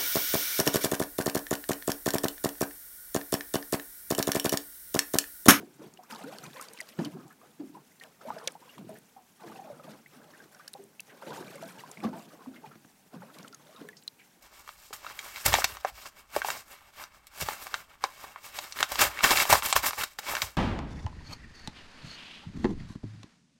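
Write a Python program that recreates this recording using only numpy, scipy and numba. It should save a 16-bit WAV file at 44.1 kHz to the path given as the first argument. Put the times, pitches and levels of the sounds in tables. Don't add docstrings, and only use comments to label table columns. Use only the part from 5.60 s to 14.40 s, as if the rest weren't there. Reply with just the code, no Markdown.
import sys
import numpy as np
from scipy import signal
from scipy.fft import rfft, irfft
from scipy.io import wavfile
from scipy.ndimage import uniform_filter1d
from numba import njit

SR = 44100
rng = np.random.default_rng(int(sys.argv[2]) if len(sys.argv) > 2 else 0)


def put_to_file(sound):
    columns = np.atleast_2d(sound).T
    safe = np.clip(columns, -1, 1)
    whole_steps = np.round(safe * 32767)
    wavfile.write(sys.argv[1], SR, whole_steps.astype(np.int16))


N = 388069
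TIME = np.arange(N) / SR


def undb(db):
    return 10 ** (np.asarray(db) / 20)


def level(x, db):
    return x * undb(db) / np.sqrt(np.mean(x ** 2))


def band(x, lo_hz, hi_hz):
    sos = signal.butter(2, [lo_hz, min(hi_hz, 0.45 * SR)], "band", fs=SR, output="sos")
    return signal.sosfilt(sos, x)


def add(out, start_s, x):
    i = int(start_s * SR)
    out[i:i + len(x)] += x[:N - i]


def burst(t60, attack_s):
    t = np.arange(int(SR * t60) + 64) / SR
    noise = rng.standard_normal(SR)[:len(t)]
    return noise * (1 - np.exp(-t / attack_s)) * 1000.0 ** (-t / t60) / 2


@njit
def rings(n, sr, start, hz, t60, rise, attack, size):
    y = np.zeros(n)
    for k in range(len(start)):
        first, steps = int(start[k] * sr), int(t60[k] * sr) + 1
        w = 2 * np.pi * hz[k] / sr
        turn = np.exp(1j * w - np.log(1000.0) / steps)
        glide = np.exp(1j * w * (2.0 ** rise[k] - 1) / steps)
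        ease = np.exp(-1.0 / (attack[k] * sr + 1e-9))
        z, soft = size[k] + 0j, 1.0
        for i in range(max(first, 0), min(first + steps, n)):
            z, turn, soft = z * turn, turn * glide, soft * ease
            y[i] += (1 - soft) * z.imag
    return y


POCKET_TAIL_DB, HULL_DB = 8, -37.5
# (frequency [Hz], level [dB], t60 [s])
HULL_MODES = [(166, -12, 0.28), (218, 1, 0.16), (328, -5.5, 0.15), (634, 10.5, 0.0093)]
# (time [s], level [dB], air pocket frequency [Hz], t60 [s], splash level against the slap [dB])
HULL_SLAPS = [(0.004, -34, 393, 0.17, -17), (0.192, -38, 336, 0.64, -16), (0.521, -36, 218, 0.22, -14),
              (0.822, -43, 333, 0.35, -15), (1.388, -19, 176, 0.088, -8.5), (1.454, -25, 308, 0.17, -9),
              (1.997, -29, 295, 0.19, -21), (2.67, -35, 210, 0.48, -9), (3.186, -33.5, 220, 0.16, -10),
              (3.86, -35.5, 330, 0.93, -12), (4.286, -40, 210, 0.61, -24), (5.189, -50, 420, 0.93, -21),
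              (5.669, -29, 185, 0.21, -15), (6.369, -31, 149, 0.3, -12), (6.446, -15.5, 220, 0.14, -13.5),
              (6.529, -28.5, 190, 0.27, -13), (6.869, -35.5, 251, 0.55, -15), (7.155, -35, 317, 0.046, -5),
              (7.247, -34, 212, 0.045, -12), (7.538, -31, 264, 0.17, -26), (8.211, -34, 295, 0.18, -8),
              (8.245, -46.5, 389, 0.9, -18)]


def slaps():
    out, push = np.zeros(N), np.zeros(N)
    for start, db, hz, t60, splash_db in HULL_SLAPS:
        add(push, start, undb(db) * burst(t60, 0.00012))
        pocket = band(burst(t60, 0.02), hz / 1.02, hz * 1.43)
        add(out, start, undb(db + POCKET_TAIL_DB) * pocket)
        splash = band(burst(0.7 * t60, 0.00025), 230, 3170)
        add(out, start, undb(db + splash_db) * splash)
    t = np.arange(SR // 4) / SR
    hull = sum(undb(db) * np.sin(2 * np.pi * hz * t) * 1000.0 ** (-t / t60) for hz, db, t60 in HULL_MODES)
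    return out + undb(HULL_DB) * signal.fftconvolve(push, hull)[:N]


FADE_DB, FADE_POWER = 9, 0.79
FROTH_DB = 16
CLEAN_SWELL_S = 0.0037
PUFF_CYCLES = 12
# (time [s], level before the puff loss [dB], frequency at the peak [Hz], swell [ms], fade [ms], glide [octaves])
SINGLE_BUBBLES = [(0.002, -37.5, 407, 0.64, 6.6, 0.07), (0.07, -53.5, 376, 8.8, 34, 0.041),
                  (0.188, -43, 314, 17, 28, 0.087), (0.216, -44, 474, 4, 10, -0.14),
                  (0.237, -41, 397, 9, 15, -0.39), (0.39, -42, 735, 2.4, 15.4, -0.018),
                  (0.425, -50.5, 1090, 13.4, 15, 1.25), (0.5, -45, 990, 4, 3.7, 0.12),
                  (0.511, -38.5, 1506, 2.3, 3.4, -0.53), (0.518, -42.5, 231, 9.3, 15, 0.0019),
                  (0.52, -36, 885, 12.4, 3.1, -0.06), (0.531, -40, 1250, 2.5, 11, 0.0),
                  (0.547, -44, 910, 9.5, 19, 0.31), (0.584, -45.5, 771, 9.6, 21, 0.35),
                  (0.602, -43, 667, 13, 14, 0.3), (0.638, -35.5, 262, 8.3, 20, 0.15),
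                  (0.648, -33, 538, 46, 9.4, 0.57), (0.724, -39.5, 726, 2.6, 6.9, 0.21),
                  (0.749, -44, 700, 2.5, 8.2, -0.14), (0.75, -49, 240, 5.4, 7.3, -0.24),
                  (0.81, -49, 727, 5.4, 9.1, 0.039), (0.82, -50, 347, 5, 11, -0.062),
                  (0.834, -42, 1330, 4.6, 4.3, -0.25), (0.854, -43, 2490, 0.8, 6, -0.025),
                  (0.948, -48.0, 511, 4.4, 18.5, 0.17), (0.959, -39, 985, 16, 3.6, -0.27),
                  (0.96, -43, 1826, 2.9, 3.9, 0.09), (0.969, -45, 2100, 6.0, 8.5, -0.045),
                  (0.973, -45.5, 526, 12, 8.9, 0.085), (0.993, -42, 2080, 4.0, 3.0, 0.17),
                  (0.996, -34.5, 1184, 2.5, 2, 0.12), (1.002, -40.5, 1314, 8.6, 9.1, 0.2),
                  (1.187, -46, 2010, 1.5, 3, 0), (1.193, -42, 2160, 2, 3.7, 0),
                  (1.203, -27, 2035, 0.9, 3, -0.059), (1.215, -44.5, 640, 2, 8.9, -0.0072),
                  (1.27, -54, 1100, 6, 6.4, -0.062), (1.321, -51, 2560, 3.5, 5.5, 0.17),
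                  (1.387, -27.5, 345, 4, 14, -0.026), (1.387, -21.5, 184, 4, 11, -0.15),
                  (1.389, -44, 1740, 4.3, 5.9, 0.087), (1.395, -34, 716, 7.3, 6.7, -0.18),
                  (1.407, -54, 1430, 2.5, 6.7, 0.16), (1.412, -51, 720, 12, 9.2, 0.022),
                  (1.412, -25, 242, 11.7, 3.5, -0.17), (1.438, -41, 1080, 2.1, 4.6, -0.15),
                  (1.437, -33, 275, 4.2, 9, -0.2), (1.438, -46, 457, 3, 8, 0),
                  (1.455, -30.5, 293, 17, 11.1, 0.036), (1.53, -40.5, 169, 11, 25, -0.26),
                  (1.543, -41.5, 383, 16, 24, -0.2), (1.564, -46.5, 740, 8.1, 3.5, -0.13),
                  (1.596, -49, 1250, 2.5, 12, 0), (1.66, -53, 802, 10, 22, -0.11),
                  (1.702, -50.5, 1290, 5.1, 13, 0.15), (1.706, -51, 1700, 6, 6.9, 0.012),
                  (1.825, -48, 745, 17, 3, 0.47), (1.996, -31.5, 299, 11, 19, -0.18),
                  (2.034, -37, 314, 8.5, 9.2, -0.54), (2.061, -44, 275, 15.0, 6.8, -0.013),
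                  (2.09, -45.5, 293, 13, 21, 0), (2.14, -44.5, 306, 5.4, 7.9, 0.09),
                  (2.146, -39.5, 983, 12, 3.3, -0.087), (2.165, -43.5, 870, 11.6, 8.6, 0.37),
                  (2.411, -39.5, 1875, 1.6, 6.1, -0.016), (2.44, -49, 1660, 8.7, 1.1, -0.29),
                  (2.611, -46, 1330, 2.8, 6, -0.083), (2.651, -38, 570, 3.5, 11, 0.036),
                  (2.66, -37, 641, 16, 13, 0.022), (2.664, -46, 241, 19, 41, 0.27),
                  (2.68, -36, 886, 6.6, 10, 0.6), (2.704, -22.5, 920, 0.56, 3.7, -0.081),
                  (2.713, -36, 1230, 16, 2.6, 0.11), (2.764, -35.5, 641, 5.6, 8.9, 0.043),
                  (2.78, -40, 1630, 3, 2.1, 0.47), (2.813, -47, 1000, 2.5, 8.9, 0),
                  (2.873, -29, 542, 2, 4.8, -0.06), (2.952, -37.5, 806, 2.4, 5.2, 0.16),
                  (3.017, -51, 940, 8.4, 16, 0.29), (3.093, -46, 2770, 0.8, 9.6, 0.046),
                  (3.148, -54, 1900, 2.5, 8, 0.07), (3.179, -58, 990, 1.8, 3.3, 0.06),
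                  (3.187, -40, 243, 3.8, 32, -0.64), (3.238, -54, 238, 9, 7.7, -0.29),
                  (3.291, -36.5, 631, 4.2, 16, 0.058), (3.296, -41.5, 194, 13, 14, 0.25),
                  (3.31, -48.5, 410, 10, 38, 0.1), (3.321, -46, 647, 7.8, 20, -0.028),
                  (3.352, -52, 1740, 4.9, 11, 0.06), (3.562, -46, 780, 5.5, 20, -0.05),
                  (3.817, -44, 860, 7.9, 3.6, 0.17), (3.832, -42, 338, 43, 23.8, -0.13),
                  (3.832, -45, 442, 17, 15, -0.12), (3.878, -45, 1674, 3.9, 2.8, -0.026),
                  (3.917, -43, 1184, 4.2, 5.5, -0.08), (3.948, -42, 772, 15, 10.3, -0.06),
                  (3.957, -49, 2640, 6.7, 3.1, -0.12), (3.987, -36, 770, 10.7, 7.2, -0.072),
                  (4.016, -41, 780, 6.8, 7.3, 0.06), (4.04, -44, 650, 14, 37, -0.28),
                  (4.073, -44.5, 786, 4.5, 7.9, 0.2), (4.1, -35, 597, 2.4, 11.7, -0.06),
                  (4.194, -46, 598, 2.7, 21, -0.14), (4.273, -46.0, 210, 37, 16, -0.12),
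                  (4.274, -43, 672, 9.1, 16, -0.56), (4.46, -44.5, 2010, 1.9, 4.4, 0.13),
                  (4.736, -48.5, 1720, 1.7, 12, 0.13), (4.745, -48, 1580, 9.5, 2.7, -0.06),
                  (4.802, -43, 1606, 1.3, 5.5, -0.0049), (4.944, -51, 1450, 3.8, 8.6, 0.19),
                  (4.996, -44, 1214, 1.9, 6.6, -0.038), (4.998, -50, 1480, 4, 19, 0.074),
                  (5.078, -44.5, 1603, 1.1, 3.8, 0.075), (5.149, -42.5, 785, 4.1, 10.6, 0.056),
                  (5.151, -45, 536, 2.5, 7.5, -0.06), (5.183, -42, 395, 25, 29, 0.017),
                  (5.191, -50, 704, 7.6, 3.9, -0.26), (5.396, -32.5, 2640, 1.3, 2.5, 0.023),
                  (5.49, -50, 1910, 10, 16, -0.2), (5.541, -51, 572, 3.4, 17.6, -0.084),
                  (5.622, -36, 934, 2.1, 2.9, -0.06), (5.625, -43, 1370, 3.7, 5.1, 0.0088),
                  (5.63, -39.5, 570, 6.4, 5.9, -0.19), (5.646, -43, 515, 24, 4.5, -0.018),
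                  (5.662, -53, 1420, 0.9, 11.5, -0.06), (5.666, -50, 2368, 0.8, 7.9, 0.052),
                  (5.667, -46, 870, 15.0, 16.9, 0.016), (5.676, -52.0, 2941, 3.2, 7.7, 0.082),
                  (5.68, -42.0, 368, 3, 18, 0.45), (5.697, -42, 471, 16.6, 19, 0.49),
                  (5.704, -36.5, 993, 8.4, 17, -0.041), (5.72, -44, 780, 11.2, 10.3, 0.21),
                  (5.749, -50.0, 1920, 2.6, 6.0, 0.0058), (5.755, -45, 775, 8.3, 5.2, 0.22),
                  (5.76, -45, 479, 4.9, 29, -0.33), (5.768, -39, 902, 15, 12, 0.0),
                  (5.812, -47, 718, 4.5, 12, 0), (5.866, -46.0, 593, 3.5, 11, 0.097),
                  (5.892, -50, 2700, 0.73, 5.2, -0.19), (5.937, -51.0, 2268, 3.0, 3.0, -0.12),
                  (5.95, -39.5, 560, 11, 9.0, 0.067), (5.953, -47, 2230, 7.0, 4.1, -0.013),
                  (5.979, -48, 2172, 3.0, 3.0, -0.16), (6.007, -53, 2368, 7.9, 7.7, 0.24),
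                  (6.026, -33.5, 652, 1.8, 12.5, 0.022), (6.072, -43.5, 766, 2.8, 3.3, -0.12),
                  (6.103, -49, 1390, 6.9, 7.7, -0.23), (6.172, -47, 883, 8.9, 13, 0.12),
                  (6.192, -45, 2900, 1.7, 5.4, -0.28), (6.236, -36.5, 965, 1.8, 5.4, 0.12),
                  (6.258, -48, 1570, 3.8, 3.8, -0.025), (6.298, -52, 960, 3, 5, 0.14),
                  (6.372, -43, 188, 6, 14, -0.21), (6.372, -39, 2190, 1.5, 3, -0.11),
                  (6.403, -48, 2172, 0.8, 6.1, 0.13), (6.435, -31, 767, 8, 5.1, -0.046),
                  (6.438, -31, 1130, 8.5, 4.6, 0.075), (6.441, -29, 423, 6.2, 5.9, -0.79),
                  (6.445, -22.5, 215, 7.8, 24.4, 0.17), (6.447, -59, 2530, 5.2, 0.8, -0.06),
                  (6.46, -49, 667, 9.2, 15, -0.26), (6.494, -39, 232, 12, 13, -0.26),
                  (6.521, -41, 209, 11, 12, -0.76), (6.525, -39.5, 878, 14.6, 21, 0.13),
                  (6.533, -46, 1510, 12, 6.4, 0.1), (6.553, -42, 674, 12.5, 26, 0.048),
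                  (6.704, -57, 1150, 4, 8, -0.1), (6.731, -47, 595, 4, 8, 0.0036),
                  (6.802, -45, 1070, 15, 9.6, -0.14), (6.86, -46, 1030, 0.8, 3.4, 0.068),
                  (6.868, -34, 258.8, 15.5, 17, 0.045), (6.9, -52, 275, 6.3, 14, 0),
                  (6.935, -53.5, 1390, 5, 12, 0), (6.945, -48, 258, 7.2, 17, -0.31),
                  (6.957, -48, 2130, 3.3, 11.6, 0), (6.978, -55, 600, 2, 3.6, 0),
                  (6.982, -45.5, 240, 5, 10, 0.097), (7.032, -49, 447, 3, 9.2, -0.099),
                  (7.035, -37.5, 871, 14, 5.5, -0.073), (7.056, -46, 813, 3.6, 6.8, -0.11),
                  (7.061, -48.5, 2450, 2.0, 6, 0.0), (7.105, -47.5, 1344, 15, 15.2, -0.15),
                  (7.155, -51, 1510, 1.2, 2.7, 0.0), (7.156, -46.5, 300, 2.7, 5, 0.18),
                  (7.248, -45.5, 222, 4.3, 4.5, -0.087), (7.53, -47.5, 760, 6.4, 8.3, 0.43),
                  (7.539, -39.5, 262, 5.4, 7.9, -0.031), (7.54, -53.0, 980, 9.8, 8.7, -0.28),
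                  (7.56, -40.5, 184, 7.5, 16, -0.44), (7.581, -46.5, 176.4, 25, 69, 0.6),
                  (7.618, -45, 1420, 3.5, 4.1, 0.4), (7.619, -46.5, 905, 2, 25, -0.45),
                  (7.627, -43.5, 543, 8, 6.8, 0.06), (7.699, -49, 1310, 3.6, 6.7, 0.0),
                  (7.78, -49.5, 2230, 10, 8.2, 0.075), (7.846, -44.5, 1390, 2.5, 5.4, -0.13),
                  (7.93, -47, 1395, 2.5, 12, -0.099), (8.091, -49, 623, 3.6, 13, 0.028),
                  (8.146, -44.5, 1290, 23, 5.3, 0.19), (8.172, -52, 1063, 4, 19, 0),
                  (8.204, -52, 1540, 5.5, 2.7, -0.29), (8.208, -40.5, 303, 7.7, 16, -0.28),
                  (8.213, -42.5, 446, 4.0, 7.6, -0.058), (8.228, -50, 400, 4, 9.9, 0.45),
                  (8.245, -41, 411.5, 4.2, 20, 0.024), (8.288, -35.5, 1785, 0.88, 4.5, -0.04),
                  (8.33, -48.5, 1990, 0.8, 6.5, -0.04), (8.37, -46.5, 5350, 1.8, 5.3, 0),
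                  (8.38, -60, 5120, 5.3, 8.1, -0.03), (8.478, -25, 4020, 1.8, 1.54, 0.03),
                  (8.595, -51, 2320, 4.4, 7.3, 0.12), (8.61, -52, 2246, 7.9, 7.2, 0.056)]


def bubbles():
    out = np.zeros(N)
    for start, db, hz, swell_ms, fade_ms, glide in SINGLE_BUBBLES:
        swell, fade = max(swell_ms, 0.3) / 1000, max(fade_ms, 0.5) / 1000
        t = np.arange(int((swell + 6 * fade) * SR)) / SR - swell
        fading = undb(-FADE_DB * np.abs(t / fade) ** FADE_POWER)
        shape = np.where(t < 0, np.cos(np.pi / 2 * t / swell), fading)
        pitch = hz * 2 ** (glide * np.minimum(t, 2 * fade) / (swell + fade))
        tone = shape * np.sin(2 * np.pi * np.cumsum(pitch) / SR)
        puff = np.hypot(1, swell * hz / PUFF_CYCLES)
        add(out, start, undb(db) / puff * tone)
        froth = band(burst(swell + 10 * fade, swell), hz / 1.3, hz * 1.283)
        froth_gain = undb(db + FROTH_DB) * min(swell / CLEAN_SWELL_S, 1) * puff ** 0.5
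        add(out, start, froth_gain * froth)
    return out


SNAP_T60_S, SNAP_HZ = 0.00047, 9500
# (time [s], reference level [dB], centre frequency [Hz], air above 8 kHz against it [dB], ring t60 [ms])
DROP_TICKS = [(0.338, -37, 6700, -29, 7.8), (.373, -37.5, 2860, -24, 14), (0.435, -44, 5540, -15, 13),
              (0.5096, -34, 3100, -15, 14), (0.536, -41, 5670, -10, 12), (0.5486, -29.5, 5970, -15, 8),
              (.5594, -28, 4060, -15, 7), (.6374, -40, 8400, -15, 12), (0.785, -26, 4400, -4.5, 7),
              (0.84, -30, 6100, -20, 9), (0.9323, -33.5, 3600, -14, 7), (0.968, -36.5, 3460, -13, 15),
              (1.0118, -29, 8800, -8, 16), (1.025, -31, 8400, -12, 9), (1.085, -30.5, 4650, -22, 9.7),
              (1.134, -32.5, 8560, -12, 9.6), (1.1749, -32, 2700, -15, 15), (1.188, -30, 4500, -15, 6),
              (1.2041, -28, 8100, -14, 12), (1.212, -24.5, 4800, -4, 6.3), (1.289, -29, 4830, -6, 6.6),
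              (1.448, -25, 4550, -32, 9.8), (1.4526, -27, 3060, -0.5, 20), (1.6796, -44.5, 7840, -13, 11),
              (1.726, -48, 11300, -13, 12), (2.399, -38.5, 4260, -3, 14), (2.437, -29, 2850, -3, 9),
              (2.785, -35.5, 5020, -18, 17), (2.8747, -10, 5950, -20, 9), (2.8744, -9, 3720, -16, 8),
              (2.88, -21, 2210, -25, 14), (2.9206, -37, 9300, -9, 7.3), (3.18, -32, 1000, -20, 13),
              (3.182, -38.5, 3260, -2, 11), (3.292, -42, 9450, -11, 13), (3.386, -44, 11000, -15, 12),
              (3.929, -42, 2640, -17, 14), (4.317, -41, 5000, -6, 12), (4.9473, -41, 5670, -3, 11),
              (4.9955, -45, 5270, -10, 12), (5.078, -29.5, 4560, -20, 6), (5.08, -27, 5400, 1.5, 8.1),
              (5.1338, -31, 9500, -1, 5), (5.1378, -26, 4000, -3, 5.4), (5.239, -42, 8200, -8, 7.1),
              (5.396, -36, 2740, -15, 6), (5.4045, -29, 6150, 7.5, 5.7), (5.665, -41, 2550, -12, 14),
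              (5.6836, -45, 5700, -4, 12), (5.704, -36, 3640, -23, 23), (5.7733, -42, 3700, -7, 14),
              (5.844, -45, 3240, -5, 12), (5.956, -39, 8460, -10, 15), (6.0343, -40, 5830, -19, 12),
              (6.1847, -42, 2900, -19, 18), (6.314, -30.5, 7400, -19, 11), (6.4035, -34.5, 2400, -5, 13),
              (6.437, -35.5, 3660, -13, 15), (6.861, -32, 900, -25, 14), (7.156, -55, 1880, -20, 14),
              (7.247, -43, 1610, -26, 14), (7.7444, -38.5, 4030, -22, 10), (7.7862, -35, 4040, 1, 11),
              (7.829, -37.5, 5700, -19, 12), (7.8784, -37, 3080, -15, 14), (7.881, -37, 8460, -16, 10),
              (7.927, -36.5, 4870, -14, 11), (7.9456, -31.5, 6450, -19, 11), (8.162, -44.5, 3770, -25, 50),
              (8.2884, -32, 3640, 0.5, 4.4), (8.3683, -39, 5140, -18, 12), (8.425, -42, 4000, -15, 8),
              (8.4778, -20, 4030, -5, 4.6), (8.5908, -49, 2435, -20, 14)]


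def ticks():
    start, db, hz, air_db, t60_ms = np.transpose(DROP_TICKS)
    same, t60 = np.ones(len(start)), np.maximum(t60_ms, 1) / 1000
    crater = rings(N, float(SR), start, hz, t60, 0.015 * same, 0.00027 * same, undb(db - 6))
    snap = rings(N, float(SR), start, SNAP_HZ * same, SNAP_T60_S * same, 0 * same, 0.00002 * same,
                 undb(db + air_db + 6))
    out, air = crater + snap, np.zeros(N)
    for k in range(len(start)):
        crack = burst(1.68 * t60[k], 0.00035)
        add(out, start[k], undb(db[k] + 2) * band(crack, hz[k] / 1.64, hz[k] * 1.41))
        add(air, start[k], undb(db[k] + air_db[k] - 9) * crack)
    return out + band(air, 8000, 10600)


CALM_DB = (-73.5, -75, -73)
SPRAY_DB, CRACKLE_DB = -4.5, -9.5
CALM_SPRAY_DB = -72.5
SPATTER_FOLLOWS_GURGLE, SPATTER_DB = 0.25, -2


def wash():
    low, mid, fizz = surges()
    calm = undb(CALM_DB)
    slosh = swarm(count=2400, lo_hz=135, hi_hz=419, cycles=13.8, spread_db=2.52, rise=0.13, tilt_db=1)
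    gurgle = swarm(count=8000, lo_hz=397.3, hi_hz=1644, cycles=47, spread_db=2.5, rise=0.17, tilt_db=2)
    spatter = swarm(count=18000, lo_hz=1396, hi_hz=5530, cycles=53, spread_db=1.92, rise=0.28, tilt_db=2)
    spray = swarm(count=36000, lo_hz=5303, hi_hz=14920, cycles=113, spread_db=2.5, rise=0.11, tilt_db=2.5)
    crackle = swarm(count=1500, lo_hz=2490, hi_hz=12200, cycles=12, spread_db=3, rise=0.05, tilt_db=-2)
    gulp = undb(0.56 * walk(12))
    bunch = undb(walk(22) + 1.49 * walk(60))
    mist = np.hypot(undb(SPRAY_DB) * fizz, undb(CALM_SPRAY_DB))
    low, mid, top = np.hypot(low, calm[0]), np.hypot(mid, calm[1]), np.hypot(fizz, calm[2])
    heavy = (mid / top) ** SPATTER_FOLLOWS_GURGLE
    droplets = bunch * (undb(SPATTER_DB) * top * heavy * spatter + mist * spray)
    clicks = undb(CRACKLE_DB) * fizz / heavy ** 2 * crackle
    return low * slosh + mid * gulp * gurgle + droplets + clicks


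def swarm(count, lo_hz, hi_hz, cycles, spread_db, rise, tilt_db):
    when, where, rarity, life = rng.random((count, 4)).T
    hz = lo_hz * (hi_hz / lo_hz) ** where
    size = undb(-spread_db * np.log(1 - rarity) + tilt_db * np.log2(hz / lo_hz))
    t60 = cycles * (0.5 + life) / hz
    return level(rings(N, float(SR), when * N / SR, hz, t60, rise * life, 0.45 / hz, size), 0)


def walk(rate):
    k = int(SR / rate)
    steps = np.repeat(rng.standard_normal(N // k + 1), k)
    return 1.9 * uniform_filter1d(steps, k)[:N]


SURGE_RISE_DB_PER_S, SURGE_ATTACK_S = 707, 0.0093
DRAIN_DB_PER_S = (117, 177, 122)
# (time [s], hold [s], slosh [dB], gurgle [dB], fizz [dB])
WATER_SURGES = [(0, 0.0063, -46, -62.5, -64), (0.193, 0.072, -58.5, -61.5, -71),
                (0.497, 0.061, -57.5, -53.5, -54), (0.612, 0.16, -55, -53, -59),
                (0.821, 0.033, -52.5, -55.5, -54), (0.934, 0.095, -63, -55.5, -54),
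                (1.07, 0.26, -62.5, -62, -60.5), (1.385, 0.0091, -46, -44, -57.5),
                (1.456, 0.18, -51.5, -58.5, -69), (1.808, 0.057, -65, -60, -78.5),
                (1.982, 0.093, -57, -75, -69), (2.139, 0.0088, -59, -56, -77),
                (2.412, 0.031, -67, -58, -67), (2.607, 0.095, -63, -56.5, -58),
                (2.732, 0.13, -58.5, -50.5, -61), (2.99, 0.13, -69, -62, -63),
                (3.174, 0.089, -50, -67.5, -69), (3.274, 0.064, -58, -74, -65),
                (3.802, 0.16, -57.5, -53.5, -61), (4.033, 0.15, -56.5, -59, -67.5),
                (4.235, 0.1, -55.5, -55.5, -62), (4.521, 0.31, -59.5, -60, -68),
                (4.91, 0.14, -68.5, -66, -66.5), (5.13, 0.034, -61.5, -75, -69),
                (5.471, 0.14, -62, -58, -67), (5.61, 0.031, -61, -58, -64),
                (5.661, 0.14, -48.5, -49.5, -53.5), (5.837, 0.15, -55.5, -52.5, -56.5),
                (5.999, 0.14, -54.5, -55, -58.5), (6.166, 0.17, -58, -56.5, -59),
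                (6.428, 0.0055, -41, -40, -55.5), (6.513, 0.14, -58.5, -61.5, -61.5),
                (6.672, 0.17, -61.5, -59.5, -73), (6.935, 0.024, -57, -62, -66),
                (7.025, 0.049, -56, -59, -65.5), (7.524, 0.0091, -59, -55, -64.5),
                (7.609, 0.079, -63, -59, -61), (7.746, 0.12, -57, -57, -61.5),
                (7.99, 0.24, -67, -63.5, -66), (8.19, 0.029, -56.5, -56.5, -74),
                (8.587, 0.012, -83, -75, -67)]


def surges():
    t = TIME[::64]
    start, hold, *peaks_db = np.transpose(WATER_SURGES)[:, :, None]
    since = t - start - SURGE_ATTACK_S
    swell_db = SURGE_RISE_DB_PER_S * np.minimum(since, 0)
    gains = []
    for peak_db, drain in zip(peaks_db, DRAIN_DB_PER_S):
        drain_db = drain * np.maximum(since - hold, 0)
        power = np.sum(undb(peak_db + swell_db - drain_db) ** 2, axis=0)
        gains.append(np.interp(TIME, t, np.sqrt(power)))
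    return gains


HISS_DB = -64.5
WHINE_HZ, WHINE_DB = 15000, -88
# (frequency [Hz], relative level per Hz [dB])
HISS_SPECTRUM = [(18, -53), (32, -7), (53, -14.5), (137, -2.5), (244, 3), (496, -11.5), (816, -3),
                 (1120, -10.5), (2330, -11), (3110, -14.5), (10400, -17), (13500, -16.5), (15800, -16.5)]


def hiss():
    hz, db = np.transpose(HISS_SPECTRUM)
    f = np.maximum(np.arange(N // 2 + 1) * SR / N, 1)
    shape = undb(np.interp(np.log(f), np.log(hz), db))
    noise = irfft(rfft(rng.standard_normal(N)) * shape, N)
    whine = undb(WHINE_DB) * np.sin(2 * np.pi * WHINE_HZ * TIME)
    return level(noise, HISS_DB) + whine


def scene():
    water = slaps() + bubbles() + ticks() + wash()
    water = signal.sosfilt(signal.butter(4, 105, "high", fs=SR, output="sos"), water)
    return (water + hiss())[None]


def record(dry):
    return signal.sosfilt(signal.ellip(10, 0.2, 70, 15850, fs=SR, output="sos"), dry)


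dry = scene()
out = record(dry)
put_to_file(out)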